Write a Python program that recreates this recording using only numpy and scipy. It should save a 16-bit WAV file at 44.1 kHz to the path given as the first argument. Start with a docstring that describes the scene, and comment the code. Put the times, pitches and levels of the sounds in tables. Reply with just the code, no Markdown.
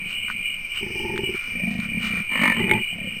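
"""Forest at night: two leopards meet among singing insects, paws stirring dry leaves and snapping twigs.
Slow throat pulses ring mouth and throat resonances: growls alternate deep and more open, break into a
rasping snarl and a snap of the jaws, then sink back. Insects are dense random ticks in narrow bands.
A small trail camera doubles everything faintly and, by its low sample rate, mirrors the insects into the treble."""
import sys
import numpy as np
from scipy import signal
from scipy.fft import rfft, irfft, next_fast_len
from scipy.io import wavfile
from scipy.ndimage import uniform_filter1d

SR = 44100
rng = np.random.default_rng(int(sys.argv[2]) if len(sys.argv) > 2 else 0)


def unload_wav(signal):
    """Save mono or channel-first audio to the path in sys.argv[1] as 16-bit WAV at rate SR, clipped to [-1, 1]."""
    wavfile.write(
        sys.argv[1],
        SR,
        np.round(np.clip(np.atleast_2d(signal).T, -1, 1) * 32767).astype(np.int16),
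    )


N = 141120


def amp(db):
    """Decibels to gain."""
    return 10 ** (np.asarray(db) / 20)


def unit(x):
    """Scale to rms 1."""
    return x / np.sqrt(np.mean(x ** 2) + 1e-20)


def clock():
    """Time of every sample, in s."""
    return np.arange(N) / SR


def curves(rows):
    """Straight-line curve over time for each column after the first."""
    time_s, *columns = np.transpose(rows)
    return [np.interp(clock(), time_s, column) for column in columns]


def bump(centre_s, half_s):
    """Gaussian rise and fall; half_s is its standard deviation."""
    return np.exp(-.5 * ((clock() - centre_s) / half_s) ** 2)


def filtered(x, response):
    """x times a (complex) response of frequency, zero-padded."""
    m = next_fast_len(N + SR // 2)
    return irfft(rfft(x, m) * response(np.fft.rfftfreq(m, 1 / SR)), m)[:N]


def coloured(x, points):
    """x shaped by (freq_hz, level_db) points on a log frequency axis, at rms 1."""
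    freq_hz, level_db = np.transpose(points)
    return unit(filtered(x, lambda f: amp(np.interp(np.log(f + 1), np.log(freq_hz), level_db))))


def causal(gain):
    """Minimum-phase response with this gain, by folding the cepstrum."""
    c = irfft(np.log(gain + 1e-6))
    half = len(c) // 2
    folded = np.r_[c[0], 2 * c[1:half], c[half], np.zeros(half - 1)]
    return np.exp(rfft(folded))


def ticks(rate_per_s):
    """Single-sample impulses of random size at random times."""
    hits = rng.random(N) < rate_per_s / SR
    return hits * rng.standard_normal(N)


# night air and microphone floor: freq_hz, level_db (relative)
AIR_TONE = [(15, 7.5), (55, -7.5), (100, -5), (300, -16), (600, -20.5), (1000, -21), (1400, -16),
            (1700, -19.5), (2800, -9.5), (3600, -27), (5500, -29)]
AIR_DB = -43.5


def night_air():
    """Steady shaped noise."""
    return amp(AIR_DB) * coloured(rng.standard_normal(N), AIR_TONE)


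# cricket chorus level: time_s, level_db
CHORUS = [(0, -30), (.5, -28), (.63, -33), (.76, -30.5), (1.42, -30.5), (1.66, -27.5), (1.77, -32.5),
          (1.95, -28), (2.17, -26.5), (2.27, -31), (2.4, -27.5), (2.65, -26), (2.83, -25), (2.95, -32),
          (3.2, -32.5)]
# cricket chorus spectrum: freq_hz, level_db (relative)
CHORUS_TONE = [(1650, -47), (2020, -32), (2130, -14), (2260, -10), (2370, 0), (2480, -7), (2570, -17),
               (2700, -49), (3100, -46)]
# swells of the higher crickets: centre_s, half_s, level_db
SWELLS = [(0.165, 0.053, -31), (0.263, 0.059, -41.5), (0.495, 0.049, -34), (0.779, 0.039, -29.5),
          (0.998, 0.037, -33.5), (1.268, 0.041, -31), (2.057, 0.035, -32), (2.402, 0.048, -29.5),
          (2.589, 0.04, -28.5), (2.803, 0.062, -35), (2.914, 0.023, -38), (3.104, 0.064, -39)]
# higher cricket spectrum: freq_hz, level_db (relative)
SWELL_TONE = [(2400, -63), (2650, -13), (2810, -6), (2920, 3), (3000, -8.5), (3080, -9), (3220, -26),
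              (3500, -68)]
# thin buzz level: time_s, level_db
BUZZ = [(0, -88), (.45, -58.5), (.65, -43), (1, -35), (1.25, -43), (1.5, -39.5), (1.7, -46.5),
        (2.95, -68.5), (3.2, -43.5)]
# thin buzz spectrum: freq_hz, level_db (relative)
BUZZ_TONE = [(3500, -62), (4400, -16.5), (4900, -5), (5500, -4.5)]
SWELL_REST_DB = -40.5
STROKES_PER_S = 6000


def insects():
    """Countless overlapping wing strokes in two pitch bands, a thin buzz above them."""
    chorus = amp(curves(CHORUS)[0]) * coloured(ticks(STROKES_PER_S), CHORUS_TONE)
    swell = amp(SWELL_REST_DB) + sum(amp(db) * bump(s, half_s) for s, half_s, db in SWELLS)
    higher = swell * coloured(ticks(STROKES_PER_S), SWELL_TONE)
    buzz = amp(curves(BUZZ)[0]) * coloured(ticks(4000), BUZZ_TONE)
    return chorus + higher + buzz


JITTER_CYCLES = 0.0509  # scatter of the throat pulses
SKIRT, LEAK_DB = 2.45, -29.5  # steepness of the resonances; what passes between them
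BRIGHT_HZ, BRIGHT_DB_PER_DB = 626, 0.24  # above BRIGHT_HZ, extra dB per dB of effort


def throat_source(rows, rough, burst_s, air_db):
    """Slaps of the vocal folds, each releasing a dying puff of turbulence, over steady breath."""
    t, start_s, end_s = clock(), rows[0][0], rows[-1][0]
    rate_per_s, level_db = curves(rows)
    voiced = (t >= start_s) & (t < end_s)
    cycles = np.cumsum(rate_per_s * voiced) / SR
    whole = np.arange(cycles[-1])
    scattered = whole + JITTER_CYCLES * rng.standard_normal(256)[:len(whole)]
    at = np.searchsorted(cycles, np.clip(scattered, 1e-9, cycles[-1]))
    slaps = np.zeros(N)
    # even power at any rate; each slap varies by about 1 dB
    slaps[at] = np.sqrt(SR / rate_per_s[at]) * amp(rng.standard_normal(256)[:len(at)])
    puff = np.exp(-t[:SR // 8] / burst_s)
    puffs = signal.fftconvolve(slaps, puff / np.linalg.norm(puff))[:N]
    breath = amp(air_db) * uniform_filter1d(voiced * 1., size=600)
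    share = np.clip(rough, 0, 1)
    turbulence = (np.sqrt(share) * puffs + breath) * rng.standard_normal(N)
    return amp(level_db) * (np.sqrt(1 - share) * slaps + turbulence), level_db


def growl(rows, throat, rough, burst_s, air_db, bright=BRIGHT_DB_PER_DB):
    """Slaps and turbulence ring the throat, brighter with more effort."""
    source, level_db = throat_source(rows, rough, burst_s, air_db)

    def tract(f):
        """Resonances in parallel, at rms gain 1."""
        peaks = sum(amp(db) / (1 + abs(2 * (f - hz) / width_hz) ** SKIRT) for hz, width_hz, db in throat)
        leak = amp(LEAK_DB) / (1 + (f / BRIGHT_HZ) ** 2)
        return causal(unit(peaks + leak))

    voice = filtered(source, tract)
    low = filtered(voice, lambda f: 1 / (1 + (f / BRIGHT_HZ) ** 8))
    return low + (voice - low) * amp(bright * (level_db - level_db.max()))


# lips part and close in the deep growls: time_s, resonance_hz, boost_db
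MOUTH = [(1.54, 438, 9), (1.65, 706, 13.5), (1.77, 700, 15.5), (1.85, 697, -5), (2.95, 735, 27),
         (3.1, 480, 8.5)]
MOUTH_WIDTH_HZ = 47


def mouth(x):
    """Moving resonance of the parted lips: shift to 0 Hz, one-pole smooth, shift back."""
    resonance_hz, boost_db = curves(MOUTH)
    turn = np.exp(2j * np.pi * np.cumsum(resonance_hz) / SR)
    pole = np.exp(-np.pi * MOUTH_WIDTH_HZ / SR)
    smoothed = signal.lfilter([1 - pole], [1, -pole], x / turn)
    return amp(boost_db) * 2 * np.real(turn * smoothed)


# growls: time_s, pulses_per_s, level_db
FADING = [(.018, 24, -44), (.07, 20, -44), (.14, 13.7, -60.5), (.25, 19, -50), (.66, 19.2, -56.5)]
WARNING = [(.826, 27.3, -38.5), (.95, 20, -37.5), (1.12, 23, -33), (1.2, 19, -33.5), (1.352, 18.1, -41)]
APPROACH = [(1.475, 24.76, -44), (1.639, 24.66, -30.5), (1.719, 27.12, -34), (1.792, 24.81, -31.5),
            (1.839, 32.91, -36), (1.95, 35.08, -32), (2.05, 29.97, -34.5), (2.189, 29.76, -27.5),
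            (2.235, 27.9, -41)]
SNARL = [(2.317, 55.32, -29.5), (2.355, 52.4, -26.5), (2.4, 47.95, -26.5), (2.437, 49.55, -15),
         (2.465, 46.65, -19), (2.522, 44.4, -22.5), (2.545, 43.1, -29.5), (2.6, 42.04, -32.5)]
PROTEST = [(2.574, 45.86, -31), (2.598, 27.04, -26.5), (2.67, 25.02, -31), (2.735, 34, -26.5),
           (2.78, 23.8, -30), (2.82, 23.6, -37)]
SETTLING = [(2.928, 36.4, -41.5), (3.016, 33.13, -38.5), (3.074, 34.94, -37.5), (3.2, 27.76, -43)]
# throat and mouth resonances: freq_hz, width_hz, level_db (relative)
DEEP = [(98.8, 140, -17), (203, 63.4, 0.5), (510, 290, -37.5), (1883, 115, -15.5)]
OPEN = [(109, 140, -10), (211.6, 51, -5.5), (378, 79, 0), (879, 143, -21), (1863, 174, -18.5)]
TENSE = [(122, 62, -2.5), (203.7, 61, 7), (374, 90, 0.5), (875, 43, -10.5), (1110, 2800, -24),
         (2010, 150, -4)]
BARED = [(219, 98, 2.5), (553, 200, -14.5), (1014, 206, -5.5), (1302, 440, -12), (1788, 60, 3),
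         (1892, 86, 2), (2236, 300, 4.5), (3960, 1950, -24)]
# gapes in the open growls, lifting their upper resonance: centre_s, half_s, boost_db
YAWNS = [(1.094, 0.091, 13), (2.737, 0.021, 13.5)]
YAWN_HZ, YAWN_WIDTH_HZ = 891, 154


def leopards():
    """Deep growls alternate with open ones; the snarl is a coarse rattle of hissing puffs."""
    deep = sum(growl(rows, DEEP, rough=.2, burst_s=.008, air_db=-7) for rows in (FADING, APPROACH, SETTLING))
    warning = growl(WARNING, OPEN, rough=.22, burst_s=.011, air_db=-6)
    protest = growl(PROTEST, TENSE, rough=.35, burst_s=.012, air_db=0)
    snarl = growl(SNARL, BARED, rough=.8, burst_s=.0056, air_db=-10, bright=0)
    wide = warning + protest
    gape = sum(amp(db) * bump(s, half_s) for s, half_s, db in YAWNS)
    upper = filtered(wide, lambda f: causal(1 / (1 + (2 * (f - YAWN_HZ) / YAWN_WIDTH_HZ) ** 2)))
    return deep + mouth(deep) + wide + gape * upper + snarl


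# paws and tails in dry leaves: centre_s, half_s, level_db, crispness_db
RUSTLES = [(0.117, 0.028, -45, 5), (0.307, 0.016, -36, -10), (0.771, .02, -38.5, -2.5),
           (1.361, 0.011, -39.5, -11.5), (1.445, 0.074, -43, -15), (1.725, 0.031, -50, 8.5),
           (1.839, 0.022, -38, -11), (2.054, 0.028, -36, 1.5), (2.151, 0.055, -35.5, -12)]
# dull crunch spectrum: freq_hz, level_db (relative)
LEAF_BODY = [(300, -57), (750, -41), (1100, -8.5), (1450, -1.5), (1650, -11), (2000, -2), (3000, -14),
             (5500, -20)]
# fine crackle spectrum: freq_hz, level_db (relative)
LEAF_CRISP = [(1000, -13), (2500, -11.5), (4000, -6.5), (5500, -9.5)]


def leaves():
    """Each stir presses a dull crunch and finer crackles out of the litter."""
    body = sum(amp(db) * bump(s, half_s) for s, half_s, db, crisp_db in RUSTLES)
    edge = sum(amp(db + crisp_db) * bump(s, half_s) for s, half_s, db, crisp_db in RUSTLES)
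    crunch = body * coloured(ticks(2500), LEAF_BODY)
    crackle = edge * coloured(ticks(1500), LEAF_CRISP)
    return crunch + crackle


def clacks(events, modes, crack_db, crack_s, top_hz):
    """Hard contacts: abrupt noise crack plus fast modes; pitch ratio scales modes and top_hz."""
    out, t = np.zeros(N + SR), np.arange(SR // 4) / SR
    for start_s, level_db, pitch in events:
        ring = sum(amp(db - 60 * t / t60_s) * np.sin(2 * np.pi * pitch * hz * t) for hz, db, t60_s in modes)
        crack = amp(crack_db - 60 * t / crack_s) * rng.standard_normal(len(t))
        soften = signal.butter(6, pitch * top_hz, fs=SR, output="sos")
        out[round(start_s * SR):][:len(t)] += amp(level_db) * signal.sosfilt(soften, ring + crack)
    return out[:N]


# dry twigs cracking underfoot: start_s, level_db, pitch_ratio
TWIGS = [(.3005, -17, 1), (1.1777, -18.5, 1.55), (1.801, -26, 1.6)]
# twig modes at pitch ratio 1: freq_hz, level_db (relative), t60_s
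TWIG = [(1223, -6.5, 0.019), (1463, 0.5, 0.024), (1844, -11.5, 0.019)]
TWIG_LOW_HZ = 940


def twigs():
    """Dry wood snaps: short modes and a crack, thinned below TWIG_LOW_HZ."""
    snaps = clacks(TWIGS, TWIG, crack_db=3, crack_s=0.018, top_hz=2600)
    return filtered(snaps, lambda f: 1 - 1 / (1 + (f / TWIG_LOW_HZ) ** 6))


# snaps of the jaws: start_s, level_db, pitch_ratio
SNAPS = [(2.7125, -7, 1), (2.7353, -16.5, 1.1)]
# jaw modes at pitch ratio 1: freq_hz, level_db (relative), t60_s
JAWS = [(366, -20, 0.09), (875, -17, 0.11), (2190, 2.5, 0.048), (2920, -4, 0.01)]


def jaws():
    """Teeth and jaw bones meet: a crack and a few damped modes."""
    return clacks(SNAPS, JAWS, crack_db=-1, crack_s=0.016, top_hz=3300)


def scene():
    """Night air, insects, cats, leaf litter, twigs and jaws."""
    return (night_air() + insects() + leopards() + leaves() + twigs() + jaws())[None]


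DOUBLE_LEAD_S, DOUBLE_DB = .017415, -9.5
CAMERA_HZ, TOP_HZ = 11025, 17100  # sample rate; upper limit of the output


def record(dry):
    """A weak copy runs just ahead; coarse samples joined by straight lines mirror the sound into the treble."""
    def double(f):
        """Direct sound plus advanced copy, cut at half the camera's sample rate."""
        ahead = amp(DOUBLE_DB) * np.exp(2j * np.pi * f * DOUBLE_LEAD_S)
        return (1 + ahead) * (f < CAMERA_HZ / 2)

    doubled = filtered(dry[0], double)
    step = SR // CAMERA_HZ
    coarse = np.interp(clock(), clock()[::step], doubled[::step])
    return filtered(coarse, lambda f: f < TOP_HZ)[None]


dry = scene()
out = record(dry)
unload_wav(out)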